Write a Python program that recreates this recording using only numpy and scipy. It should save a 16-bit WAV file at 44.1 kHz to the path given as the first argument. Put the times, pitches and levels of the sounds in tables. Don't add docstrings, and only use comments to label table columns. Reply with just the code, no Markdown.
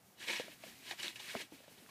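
import sys
import numpy as np
from scipy import signal
from scipy.fft import rfft, irfft, next_fast_len
from scipy.io import wavfile
from scipy.ndimage import uniform_filter1d, map_coordinates

SR = 44100
rng = np.random.default_rng(int(sys.argv[2]) if len(sys.argv) > 2 else 0)


def wrap_up_sound(samples):
    columns = np.atleast_2d(samples).T
    tamed = np.clip(columns, -1, 1)
    steps = np.round(tamed * 32767).astype(np.int16)
    wavfile.write(sys.argv[1], SR, steps)


def makeup_ratio(level_db):
    decades = np.asarray(level_db, float) / 20
    return 10 ** decades


N = 83790


def unit(x):
    return x / np.sqrt(np.mean(x ** 2) + 1e-20)


def shape(points):
    f, v = np.transpose(points)
    return lambda hz: makeup_ratio(np.interp(np.log(hz + 1), np.log(f + 1), v))


def peaks(modes):
    def response(f):
        total = 0
        for k, (hz, width, db) in enumerate(modes):
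            total = total + (-1) ** k * makeup_ratio(db) * 1j * f * width / (hz * hz - f * f + 1j * f * width)
        return total
    return response


def curve(rows):
    s, v = np.transpose(rows)
    return np.interp(np.arange(N) / SR, s, v)


def wobble(rate):
    return map_coordinates(rng.standard_normal(N // 50), [np.arange(N) * rate / SR])


def filtered(x, response):
    m = next_fast_len(N + SR // 2)
    return irfft(rfft(x, m) * response(np.fft.rfftfreq(m, 1 / SR)), m)[..., :N]


def grit():
    grains_per_s, spread_db, smooth_share, clump_db, patch_db = 7000, 2.0, .7, 1.2, 2.2
    hit = rng.random(N) < grains_per_s / SR
    size = makeup_ratio(spread_db * rng.exponential(size=N))
    grains = unit(hit * rng.standard_normal(N) * size)
    bed = smooth_share * rng.standard_normal(N)
    z = signal.stft((grains + bed) * makeup_ratio(clump_db * wobble(70.7)), nperseg=128)[2]
    patches = uniform_filter1d(rng.standard_normal(z.shape), size=3, axis=0)
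    patches = uniform_filter1d(patches, size=7, axis=1)
    return unit(signal.istft(z * makeup_ratio(patch_db * unit(patches)), nperseg=128)[1][:N])


def room():
    # hz, level_db
    tone_colour = [(15, -71), (25, -39), (106, 4.5), (177, 0), (278, -20.5), (750, -1.5), (955, -10.5),
                   (1060, -9), (15100, -30.5)]
    return makeup_ratio(-70) * unit(filtered(rng.standard_normal(N), shape(tone_colour)))


def cage(x):
    wet_db, tail_s, gap_s = -17, .06, .002
    t = np.arange(SR // 4) / SR
    tail = rng.standard_normal(len(t)) * makeup_ratio(-60 * t / tail_s) * (t > gap_s)
    return makeup_ratio(wet_db) * signal.fftconvolve(x, tail / np.linalg.norm(tail))[:N]


def rumble():
    # hz, level_db
    rumble_colour = [(30, -18), (90, -9.5), (200, 4), (400, -3.5), (900, -14)]
    # time_s, level_db
    weight = [(0.0, -66.5), (0.062, -67), (0.216, -66), (0.358, -66), (0.502, -63), (0.702, -59.5),
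              (0.936, -69), (1.052, -64), (1.634, -63.5), (1.9, -64)]
    low = filtered(rng.standard_normal(N), shape(rumble_colour))
    return unit(low * makeup_ratio(2.4 * wobble(29.6))) * makeup_ratio(curve(weight))


def dust_hiss():
    # time_s, effort_db
    rolls = [
        [(.16, -88), (.2, -60), (.3, -50), (.39, -53), (.445, -60), (.535, -60), (.555, -72), (.66, -56),
         (.75, -63)],
        [(.75, -63), (.82, -60), (.9, -54), (.97, -60), (1.0, -54), (1.095, -53), (1.12, -64), (1.15, -67),
         (1.16, -57)],
        [(1.16, -57), (1.187, -60), (1.22, -53), (1.33, -51), (1.42, -52), (1.446, -64), (1.496, -69),
         (1.545, -60), (1.6, -65)],
        [(1.6, -65), (1.7, -66), (1.78, -66), (1.85, -67), (1.9, -65)],
    ]
    # hz, level_db
    dust_colour = [(35, -41), (60, -45), (123, -30), (170, -14), (252, -14), (578, -17), (1210, -10),
                   (2310, -2), (15100, -16)]
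    effort = makeup_ratio(-1.13 + curve(sorted(sum(rolls, []))))
    dust = rng.standard_normal(N) + .3 * grit()
    return unit(filtered(dust, shape(dust_colour))) * effort * makeup_ratio(.4 * wobble(22))


def ticks():
    # start_s, peak_db, pitch_hz
    claws = [(.2815, -32, 4000), (.287, -32, 2600), (.3343, -25, 2450), (.3615, -34, 2240),
             (.3968, -33, 2730), (.9105, -33, 3900), (.912, -33, 2300), (1.031, -31, 3800),
             (1.046, -34, 2500), (1.058, -35, 3200), (1.068, -33, 2930), (1.0812, -25, 3700),
             (1.352, -36, 1300), (1.353, -39, 2200), (1.407, -35, 2310), (1.414, -36, 3100),
             (1.863, -47.5, 1700), (.638, -40, 2470), (1.891, -52, 2400), (.193, -52, 1640),
             (1.158, -44, 3110)]
    t60_s, rise_s, gain_db = .005, .0001, 2.5
    out, t = np.zeros(N + SR), np.arange(SR // 3) / SR
    for s, db, hz in claws:
        tone = np.sin(2 * np.pi * hz * t) + 0.15 * np.sin(2 * np.pi * 1.83 * hz * t)
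        tone = tone + 0.067 * rng.standard_normal(len(t))
        swell = 1 - np.exp(-t / rise_s)
        start = round(s * SR)
        out[start:start + len(t)] += makeup_ratio(db + gain_db - 60 * t / t60_s) * tone * swell
    return out[:N]


def thumps():
    # start_s, peak_db, pitch_hz, t60_s
    blows = [(.272, -46, 500, 0.07), (.285, -38, 486, 0.06), (.294, -37, 530, 0.07), (.3, -41, 900, .07),
             (0.3983, -27, 500, 0.032), (0.4815, -34, 620, 0.018), (.405, -38, 600, .03),
             (.438, -50, 220, .08), (.44, -50, 650, .025), (.461, -49, 390, 0.07), (.492, -49, 290, .1),
             (0.637, -36, 647, 0.027), (0.665, -44.5, 508, 0.042), (0.854, -55.5, 247, 0.2),
             (0.9105, -34, 780, 0.028), (.9325, -36, 700, 0.018), (.878, -55, 181, .15),
             (0.501, -56.5, 107.2, 0.32), (1.158, -54, 120, 0.22), (1.199, -47, 857, 0.053),
             (1.342, -39, 527, 0.05), (1.351, -25, 651, 0.021), (1.3545, -33, 250, .07),
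             (1.352, -40, 155, .08), (1.364, -35, 390, .06), (1.402, -41, 450, 0.025),
             (1.413, -42, 590, 0.03), (1.43, -50, 300, .1), (1.451, -49, 270, .04), (1.522, -40, 318, 0.06),
             (1.538, -47, 270, .1), (1.603, -45.5, 544, 0.03), (1.638, -46, 600, 0.021),
             (1.68, -40, 583, 0.019), (1.71, -52, 457, 0.051), (1.773, -57, 395.5, 0.2),
             (1.824, -47.5, 239, 0.063), (1.844, -56, 442, 0.081), (1.889, -48.5, 1083, 0.042)]
    # pitch_ratio, level_db, t60_factor
    partials = [(1, 0, 1.0), (1.45, -6, .4), (2.05, -9, .4), (.62, -11, 1.1)]
    rise_s, softer, noise_share, first_swing = .0007, .35, .17, .55
    out, t = np.zeros(N + SR), np.arange(SR // 3) / SR
    for s, db, hz, t60 in blows:
        luck = rng.standard_normal((4, 2))
        luck[0] = 0
        ring = np.zeros(len(t))
        for (ratio, level, factor), (louder, sharper) in zip(partials, luck):
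            decay = makeup_ratio(level + 0.91 * louder - 60 * t / (t60 * factor))
            ring += decay * np.sin(2 * np.pi * hz * ratio * (1 + 0.014 * sharper) * t)
        band = signal.butter(2, [.5 * hz, 2.36 * hz], 'band', fs=SR, output='sos')
        thud = unit(signal.sosfilt(band, rng.standard_normal(len(t))))
        ring += noise_share * makeup_ratio(-60 * t / t60) * thud
        push = 1 + first_swing * np.exp(-t * hz)
        swell = 1 - np.exp(-t / (rise_s * makeup_ratio(-softer * (db + 28.5))))
        start = round(s * SR)
        out[start:start + len(t)] -= makeup_ratio(db - 3) * ring * push * swell
    return out[:N]


def knocks():
    return filtered(thumps() + ticks(), lambda f: (1j * f / (110 + 1j * f)) ** 3)


def rasps():
    # middle_s, length_s, pitch_hz, level_db
    scrapes = [(.215, .04, 1650, -55), (.228, .012, 1700, -54), (.284, .01, 3300, -41),
               (.3, .035, 2200, -43), (.29, .02, 1680, -49), (.347, .012, 1750, -48),
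               (.367, .02, 5400, -50), (.37, .03, 2700, -48), (.912, .01, 1750, -45),
               (1.005, .025, 2900, -51), (1.047, .008, 2400, -46), (1.069, .01, 2750, -46),
               (1.083, .015, 3900, -51), (1.2, .012, 3570, -55), (1.3, .02, 1680, -54),
               (1.365, .015, 2200, -52)]
    q = 7
    t, out = np.arange(N) / SR, np.zeros(N)
    drive = grit()
    for s, length, hz, db in scrapes:
        mode = peaks([(hz, hz / q, 0)])
        sung = unit(filtered(drive, lambda f: mode(f) ** 2))
        swell = np.cos(np.pi * np.clip((t - s) / (2 * length), -.5, .5)) ** 2
        out += makeup_ratio(db) * sung * swell
    return out


def scuffs():
    # peak_s, rise_s per 20 dB, fall_s per 20 dB, level_db, bright_share 0-1
    strokes = [(.207, .03, .12, -50, .5), (.243, .05, .024, -45, .6), (.274, .008, .05, -45, .6),
               (.284, .018, .09, -38, .3), (.308, .05, .16, -39.5, .3), (.335, .03, .06, -44, .3),
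               (.362, .025, .1, -41.5, .4), (.397, .005, .04, -44, .5), (.43, .03, .05, -55, .3),
               (.51, .02, .06, -59, .5), (.638, .035, .04, -53, .4), (.675, .04, .12, -55, .5),
               (.865, .04, .12, -51, .5), (.897, .07, .04, -48, .6), (.912, .014, .035, -38.5, .3),
               (.997, .022, .12, -44, .45), (1.032, .008, .04, -39, .8), (1.046, .012, .025, -40, .4),
               (1.058, .008, .015, -42, .7), (1.07, .016, .035, -41, .6), (1.087, .015, .06, -45, .8),
               (1.158, .002, .05, -47, .6), (1.198, .006, .05, -45, .7), (1.3, .12, .1, -46, .4),
               (1.36, .03, .1, -48, .3), (1.4, .06, .04, -46, .5), (1.415, .03, .03, -45.5, .4),
               (1.434, .02, .012, -53, .5), (1.54, .04, .15, -62, .7), (1.644, .03, .03, -64, .5),
               (1.68, .008, .03, -63, .4), (1.778, .006, .04, -60, .4), (1.82, .006, .04, -66, .4),
               (1.893, .012, .03, -57, .2)]
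    # pitch_hz, width_hz, level_db
    floor_modes = [(1674, 104, 5.5), (1886, 70, 5), (2222, 160, 3.5), (2547, 146, 0), (2978, 94, -6),
                   (3300, 280, -2), (4000, 1100, -7.5)]
    # pitch_hz, width_hz, level_db
    wall_modes = [(2007, 96, -0.5), (2612, 113, 2), (2794, 49, -1), (2912, 80, 5), (3338, 110, 0),
                  (3800, 100, 1), (4335, 330, -6)]
    # pitch_hz, width_hz, level_db
    low_modes = [
        [(545, 76, -7.5), (972, 76, -4.5)],
        [(362.4, 28.6, -1.5), (207.6, 29, -8)],
    ]
    # hz, level_db
    air_colour = [(150, -57), (500, -24), (1200, -24), (5000, -17), (9000, -22.5), (15500, -38)]
    spray_s, gain_db = .015, -1.33
    t = np.arange(N) / SR
    drive = np.zeros((2, N))
    for s, rise, fall, db, bright in strokes:
        away = np.where(t < s, (s - t) / rise, (t - s) / fall)
        level = makeup_ratio(db + gain_db - 20 * away)
        drive += np.outer([1 - bright, bright], level ** 2)
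    thrown = uniform_filter1d(drive[1] + .6 * drive[0], size=int(spray_s * SR))
    spray = np.sqrt(np.abs(thrown))
    out = makeup_ratio(17) * filtered(grit() * spray, shape(air_colour))
    for power, modes, low in zip(drive, (floor_modes, wall_modes), low_modes):
        def body(f):
            return peaks(modes)(f) * f * f / (f * f + 1300 ** 2) + peaks(low)(f)
        norm = np.sqrt(np.mean(np.abs(body(np.linspace(0, SR / 2, num=2000))) ** 2))
        out = out + filtered(grit() * np.sqrt(power), body) / norm
    return out


def scene():
    near = scuffs() + knocks() + rasps()
    return (near + cage(near) + dust_hiss() + rumble() + room())[None]


def band_limit(x):
    return signal.sosfilt(signal.butter(12, 15210, fs=SR, output="sos"), x)


def record(dry):
    heard = filtered(dry, lambda hz: hz < 15215)
    return band_limit(heard)


dry = scene()
out = record(dry)
wrap_up_sound(out)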